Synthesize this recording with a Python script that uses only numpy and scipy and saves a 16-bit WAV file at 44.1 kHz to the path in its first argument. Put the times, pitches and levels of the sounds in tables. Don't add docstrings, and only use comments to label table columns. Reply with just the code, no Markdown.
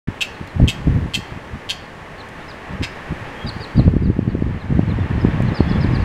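import sys
import numpy as np
from scipy import signal
from scipy.fft import rfft, irfft
from scipy.io import wavfile
from scipy.ndimage import uniform_filter1d, map_coordinates

SR = 44100
rng = np.random.default_rng(int(sys.argv[2]) if len(sys.argv) > 2 else 0)


def put_to_file(sound):
    columns = np.atleast_2d(sound).T
    safe = np.clip(columns, -1, 1)
    whole_steps = np.round(safe * 32767)
    wavfile.write(sys.argv[1], SR, whole_steps.astype(np.int16))


N = 266364
TIME, FREQS = np.arange(N) / SR, np.fft.rfftfreq(N, 1 / SR)


def amp(db):
    return 10 ** (np.asarray(db) / 20)


def unit(x):
    return x / np.sqrt(np.mean(x ** 2) + 1e-20)


def read(points, hz):
    table_hz, value = np.transpose(points)
    return np.interp(np.log(hz + 1), np.log(table_hz + 1), value)


def add(mix, start_s, sound):
    part = mix[max(round(start_s * SR), 0):][:len(sound)]
    part += sound[:len(part)]


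def band(x, low_hz, high_hz):
    return irfft(rfft(x) * (FREQS > low_hz) * (FREQS < high_hz), N)


def colour(x, points, size=2048):
    log_gain = np.log(amp(read(points, abs(np.fft.fftfreq(size, 1 / SR)))))
    taps = np.fft.ifft(np.exp(np.conj(signal.hilbert(log_gain)))).real
    return signal.fftconvolve(x, taps[:size // 2])[:len(x)]


def resonate(x, hz, width_hz):
    return signal.lfilter(*signal.iirpeak(hz, hz / width_hz, SR), x)


def drift(length, hz):
    knots = rng.standard_normal(4096)
    return map_coordinates(knots, [np.arange(length) * hz / SR], order=3, mode="wrap")


def marsh(gain_db=1, split_hz=3000):
    # time_s, rush_db, leaves_db
    levels = [(0.3, -40.5, -63), (1.37, -40, -63), (2.07, -41, -64), (2.43, -39, -62.5), (2.78, -38, -63.5),
              (3.19, -36.5, -61.5), (3.66, -37, -61.5), (3.85, -40.5, -65.5), (3.99, -44.5, -69),
              (4.3, -43, -69), (5.29, -35, -64.5), (6.04, -33.5, -63)]
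    # frequency_hz, level_db
    tone = [(30, -0.5), (100, -5), (250, -2), (500, -2), (700, -4.5), (1100, -5.5), (2000, -6.5),
            (2800, -9.5), (3600, -13), (5000, -14), (7000, -15), (10000, -19.5), (13000, -26),
            (16000, -30.5)]
    # centre_hz, width_hz, gain_db
    bumps = [(869, 120, 3.5), (1097, 44, 5), (1413, 225, -2), (1800, 330, 3)]
    time_s, rush_db, leaves_db = np.transpose(levels)
    bumps_db = sum(db * np.exp(-(2 * (FREQS - hz) / width) ** 2) for hz, width, db in bumps)
    spectrum = rfft(rng.standard_normal(N)) * amp(read(tone, FREQS) + bumps_db)
    treble_share = FREQS ** 4 / (FREQS ** 4 + split_hz ** 4)
    whole = irfft(spectrum, N)
    rush = irfft(spectrum * (1 - treble_share), N) / band(whole, 900, 2300).std()
    leaves = irfft(spectrum * treble_share, N) / band(whole, 5500, 14000).std()
    rush *= amp(np.interp(TIME, time_s, rush_db) + .5 * drift(N, 12))
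    leaves *= amp(np.interp(TIME, time_s, leaves_db))
    return amp(gain_db) * (rush + leaves)


def gust_level(rise_db_per_s=1411, fall_db_per_s=290, lull_db=-41.5):
    # start_s, hold_s, level_db
    gusts = [(0.052, 0.016, -17), (0.411, 0.026, -24.5), (0.564, .1, -11.5), (0.752, 0.061, -28.5),
             (0.859, .115, -11.5), (1.007, .035, -14.5), (1.141, 0.066, -25.5), (1.322, 0.04, -26),
             (1.507, 0.031, -27.5), (2.701, 0.054, -29), (2.802, 0.0074, -18.5), (3.101, 0.011, -19),
             (3.214, 0.012, -24.5), (3.443, 0.045, -26.5), (3.553, 0.047, -26), (3.758, 0.042, -8.5),
             (3.851, 0.25, -14.5), (4.15, 0.39, -20), (4.497, 0.26, -26.5), (4.694, 0.35, -17),
             (5.102, 0.4, -16.5), (5.598, 0.54, -14.5)]
    gust_db = np.full(N, lull_db)
    for start_s, hold_s, level_db in gusts:
        before_s = np.maximum(start_s - TIME, 0)
        after_s = np.maximum(TIME - start_s - hold_s, 0)
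        gust_db = np.maximum(gust_db, level_db - rise_db_per_s * before_s - fall_db_per_s * after_s)
    return gust_db


def lesser_eddies(gust_db, per_s=18, pitch_hz=155, swing_db=7.5, thump_db=-18.5):
    slip, size, detune = rng.standard_normal((256, 3)).T
    times = (np.arange(len(slip)) + .3 * slip) / per_s
    levels = np.interp(times, TIME, gust_db) + 1.5 * size
    rows = zip(times, levels + swing_db, pitch_hz * 2 ** (0.18 * detune), levels + thump_db)
    return [row for row in rows if 0 < row[0] < TIME[-1]]


def wind(flow_db=-2, lumpy_db=2, buffet_db=3, thump_hz=600):
    # frequency_hz, level_db
    tone = [(15, -29), (30, -6), (55, 2), (90, 5), (150, 1), (250, -9), (350, -16.5), (500, -22),
            (700, -41.5), (1000, -46), (1600, -79), (3000, -110)]
    # time_s, level_db, pitch_hz, thump_db
    hard_eddies = [(0.087, -10, 150, -37), (0.601, -3.5, 152, -12.5), (0.874, -2, 165, -22),
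                   (2.814, -10.5, 148, -35), (3.122, -8, 168, -43), (3.796, 0, 147, -12),
                   (3.88, 4, 137, -35), (3.967, 1, 179, -23), (4.102, -2.5, 198, -38),
                   (4.192, -1, 178, -23), (4.279, -3.5, 150, -30), (4.352, -4.5, 213, -41),
                   (4.424, -3.5, 190, -29), (4.726, -4.5, 141, -25), (4.794, 2.5, 176, -14),
                   (5.25, 3.5, 218, -26), (5.405, -5.5, 164, -15.5), (5.607, 4.5, 238, -32)]
    gust_db = gust_level()
    flow = unit(irfft(rfft(rng.standard_normal(N)) * amp(read(tone, FREQS)), N))
    flow /= np.sqrt(uniform_filter1d(flow ** 2, size=1100) + 1e-3)
    surges = amp(lumpy_db * drift(N, 70) + buffet_db * drift(N, 35))
    flow = unit(flow * surges) * amp(gust_db + flow_db)
    eddies, phases = np.zeros(N), 2 * np.pi * rng.random(512)
    for (time_s, level_db, pitch_hz, thump_db), phase in zip(hard_eddies + lesser_eddies(gust_db), phases):
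        centre = round(time_s * SR)
        near = slice(max(centre - SR // 30, 0), centre + SR // 30)
        t = TIME[near] - time_s
        cycles, thump_cycles = t * pitch_hz, t * thump_hz
        swing = (1 - 2j * np.pi * cycles / 2.86) ** -3.6
        thump = np.exp(-(thump_cycles / 0.99) ** 2) * np.sin(2 * np.pi * thump_cycles)
        eddies[near] += amp(level_db) * (swing * np.exp(1j * phase)).real + amp(thump_db) * thump
        flow[near] *= 1 - 0.25 * np.exp(-(cycles / 0.68) ** 2)
    fade_out = np.clip((TIME[-1] - TIME) / .004, 0, 1)
    return (flow + eddies) * fade_out


def ticks_and_click():
    # start_s, peak_db, centre_hz, decay_ms
    snaps = [(0.474, -33, 3100, 2.5), (2.288, -37, 6600, 3.6), (5.4232, -29.5, 7000, 0.048)]
    out, t = np.zeros(N), np.arange(SR // 40) / SR
    for start_s, peak_db, centre_hz, decay_ms in snaps:
        burst = rng.standard_normal(len(t)) * np.exp(-1000 * t / decay_ms)
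        snap = resonate(burst, centre_hz, 0.4 * centre_hz)
        add(out, start_s, amp(peak_db) * snap / abs(snap).max())
    return out


def whistle(pitch_hz, level_db, octave_db=-35):
    count = len(pitch_hz)
    progress = np.linspace(0, 1, count)
    phase = 2 * np.pi * np.cumsum(pitch_hz * (1 + 0.017 * drift(count, 600))) / SR
    swell = (0.4 + 0.58 * np.sin(np.pi * progress ** 1.92) ** 2) * signal.windows.tukey(count, .25)
    tone = np.sin(phase) + amp(octave_db) * progress ** 2 * np.sin(2 * phase)
    return swell * amp(level_db + 4 * drift(count, 300)) * tone


def small_birds(second_pitch_share=0.8, second_length_share=0.45, whistle_rise=0.03):
    # start_s, length_s, first_hz, last_hz, level_db (relative)
    chirps = [(0.325, .037, 4360, 3360, -49), (0.473, .034, 4300, 3680, -52),
              (2.179, 0.043, 4390, 3160, -41), (2.477, 0.047, 5100, 2670, -41.5),
              (3.463, 0.044, 4810, 2900, -28.5), (3.599, .06, 4740, 3100, -37.5),
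              (3.76, 0.051, 4730, 3140, -37.5), (4.022, 0.054, 4800, 3300, -50),
              (4.28, .05, 4630, 2900, -52), (4.595, 0.036, 4190, 3200, -46.5),
              (4.88, 0.046, 4170, 3040, -46), (5.198, 0.027, 5260, 4600, -44.5),
              (5.302, .024, 3680, 3150, -50), (5.462, 0.04, 4400, 3230, -46.5),
              (5.54, 0.054, 5140, 3170, -35.5), (5.577, 0.038, 4480, 4030, -39),
              (5.681, .052, 5230, 3000, -39.5), (5.802, 0.05, 5230, 2770, -37),
              (5.919, 0.059, 5100, 2470, -41.5), (5.999, 0.029, 4750, 4000, -43)]
    # start_s, length_s, pitch_hz, level_db (relative)
    whistles = [(2.385, 0.059, 3600, -52), (3.35, 0.11, 3210, -43.5), (4.993, 0.037, 3470, -43),
                (5.625, 0.162, 3350, -42)]
    out = np.zeros(N)
    for start_s, length_s, first_hz, last_hz, level_db in chirps:
        progress = np.linspace(0, 1, round(length_s * SR))
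        falling_hz = first_hz + (last_hz - first_hz) * progress ** 3.3
        octave_db = -15.5 + 0.56 * (level_db + 31.5)
        add(out, start_s, whistle(falling_hz, level_db, octave_db))
        second_hz = np.full(round(second_length_share * len(progress)), second_pitch_share * first_hz)
        add(out, start_s, whistle(second_hz, level_db - 7))
    for start_s, length_s, pitch_hz, level_db in whistles:
        rising_hz = pitch_hz * np.linspace(1, 1 + whistle_rise, round(length_s * SR))
        add(out, start_s, whistle(rising_hz, level_db))
    return out


def reeds(x, near_db, far_db, near_decay_s):
    # frequency_hz, fade_s
    fade_times = [(500, .5), (3000, .5), (5000, .52), (10000, .28), (16000, .2)]
    # frequency_hz, level_db
    tone = [(500, 1), (1800, -2), (3100, -11), (3800, -12), (4400, -4), (6000, -4), (8000, -10.5),
            (16000, -1)]
    t = np.arange(SR // 2) / SR
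    spray = rng.standard_normal(len(t)) * (rng.random(len(t)) < .15)
    near = spray * (1 - np.exp(-(t / 0.0041) ** 2)) * np.exp(-t / near_decay_s)
    wash = rng.standard_normal(len(t)) * (1 - np.exp(-t / 0.0035))
    hz, time_s, bands = signal.stft(wash, SR, nperseg=256)
    bands *= amp(-60 * time_s / read(fade_times, hz)[:, None])
    far = signal.istft(bands, SR, nperseg=256)[1][:len(t)]
    far *= 1 - (t / t[-1]) ** 4
    echoes = amp(near_db) * near / np.linalg.norm(near) + amp(far_db) * far / np.linalg.norm(far)
    return signal.fftconvolve(x, colour(echoes, tone))[:N]


def kek(level_db, spacing_ms, main_hz, upper_hz, upper_db, rasp_db, low_db, tilt_db_per_octave):
    snap_levels = [-6, -0.5, 1, 1, -1, -7]
    # frequency_hz, level_db
    rasp_tone = [(500, -38), (1200, -23), (2000, -8), (2600, 9.5), (3400, 2), (3900, 1.5), (5400, -6.5),
                 (7700, -3.5), (8800, -11.5), (13000, -19), (16000, -33)]
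    t = np.arange(SR // 16) / SR
    snaps, puffs = np.zeros((2, len(t)))
    for k, snap_db in enumerate(snap_levels):
        start_s = k * (1 + 0.006 * rng.standard_normal()) * spacing_ms / 1000
        add(snaps, start_s, amp([snap_db]))
        puff_db = snap_db if k else snap_db - 9
        puffs += amp(puff_db) * (t >= start_s) * np.exp(-abs(t - start_s) / 0.003)
    air = puffs * rng.standard_normal(len(t))
    drive = snaps + 0.039 * air
    main = unit(resonate(resonate(drive, main_hz, 590), main_hz, 820))
    upper = unit(resonate(resonate(drive, upper_hz, 470), upper_hz, 730))
    low = unit(resonate(resonate(drive, 1770, 540), 2480, 610))
    tilted = [(hz, db + tilt_db_per_octave * np.log2(max(hz / 3000, 1))) for hz, db in rasp_tone]
    hiss = unit(colour(snaps + 0.26 * air, tilted))
    voice = main + amp(upper_db) * upper + amp(low_db) * low + amp(rasp_db - 4.5) * hiss
    return amp(level_db - 8) * unit(voice)


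def rail(bounce_s=0.00189, bounce_db=-6):
    # start_s, level_db, spacing_ms, main_hz, upper_hz, upper_db, rasp_db, low_db, tilt_db_per_octave
    calls = [(0.208, -14.5, 4.25, 2940, 7000, -38, 3.5, -18, -2),
             (0.677, -16.5, 5.26, 3110, 7530, -20, 2, -33, 0),
             (1.1374, -16.5, 4.73, 3160, 4170, -9, 4, -28, 0),
             (1.6910, -17, 4.95, 3200, 4300, -10.5, 3, -10.5, -2),
             (2.8250, -22, 5.3, 2480, 4900, 0.5, 14.5, 6.5, -6)]
    out = np.zeros(N)
    for start_s, *call in calls:
        sound = kek(*call)
        add(out, start_s, sound)
        add(out, start_s + bounce_s, amp(bounce_db) * sound)
    return out


def scene():
    keks, chirps = rail(), small_birds()
    keks = keks + reeds(keks, near_db=0, far_db=-7, near_decay_s=.017)
    chirps = chirps + reeds(chirps, near_db=-10, far_db=-7, near_decay_s=.012)
    return (keks + amp(1.5) * chirps + ticks_and_click() + wind() + marsh())[None]


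def record(dry, start_s=.0725, ceiling=1.02, cutoff_hz=16100):
    opened = dry * np.clip((TIME - start_s) / .002, 0, 1)
    rounded = opened / (1 + (opened / ceiling) ** 8) ** (1 / 8)
    treble_cut = signal.firwin(511, cutoff_hz, window=("kaiser", 9), fs=SR)
    return signal.oaconvolve(rounded, treble_cut[None], "same")


dry = scene()
out = record(dry)
put_to_file(out)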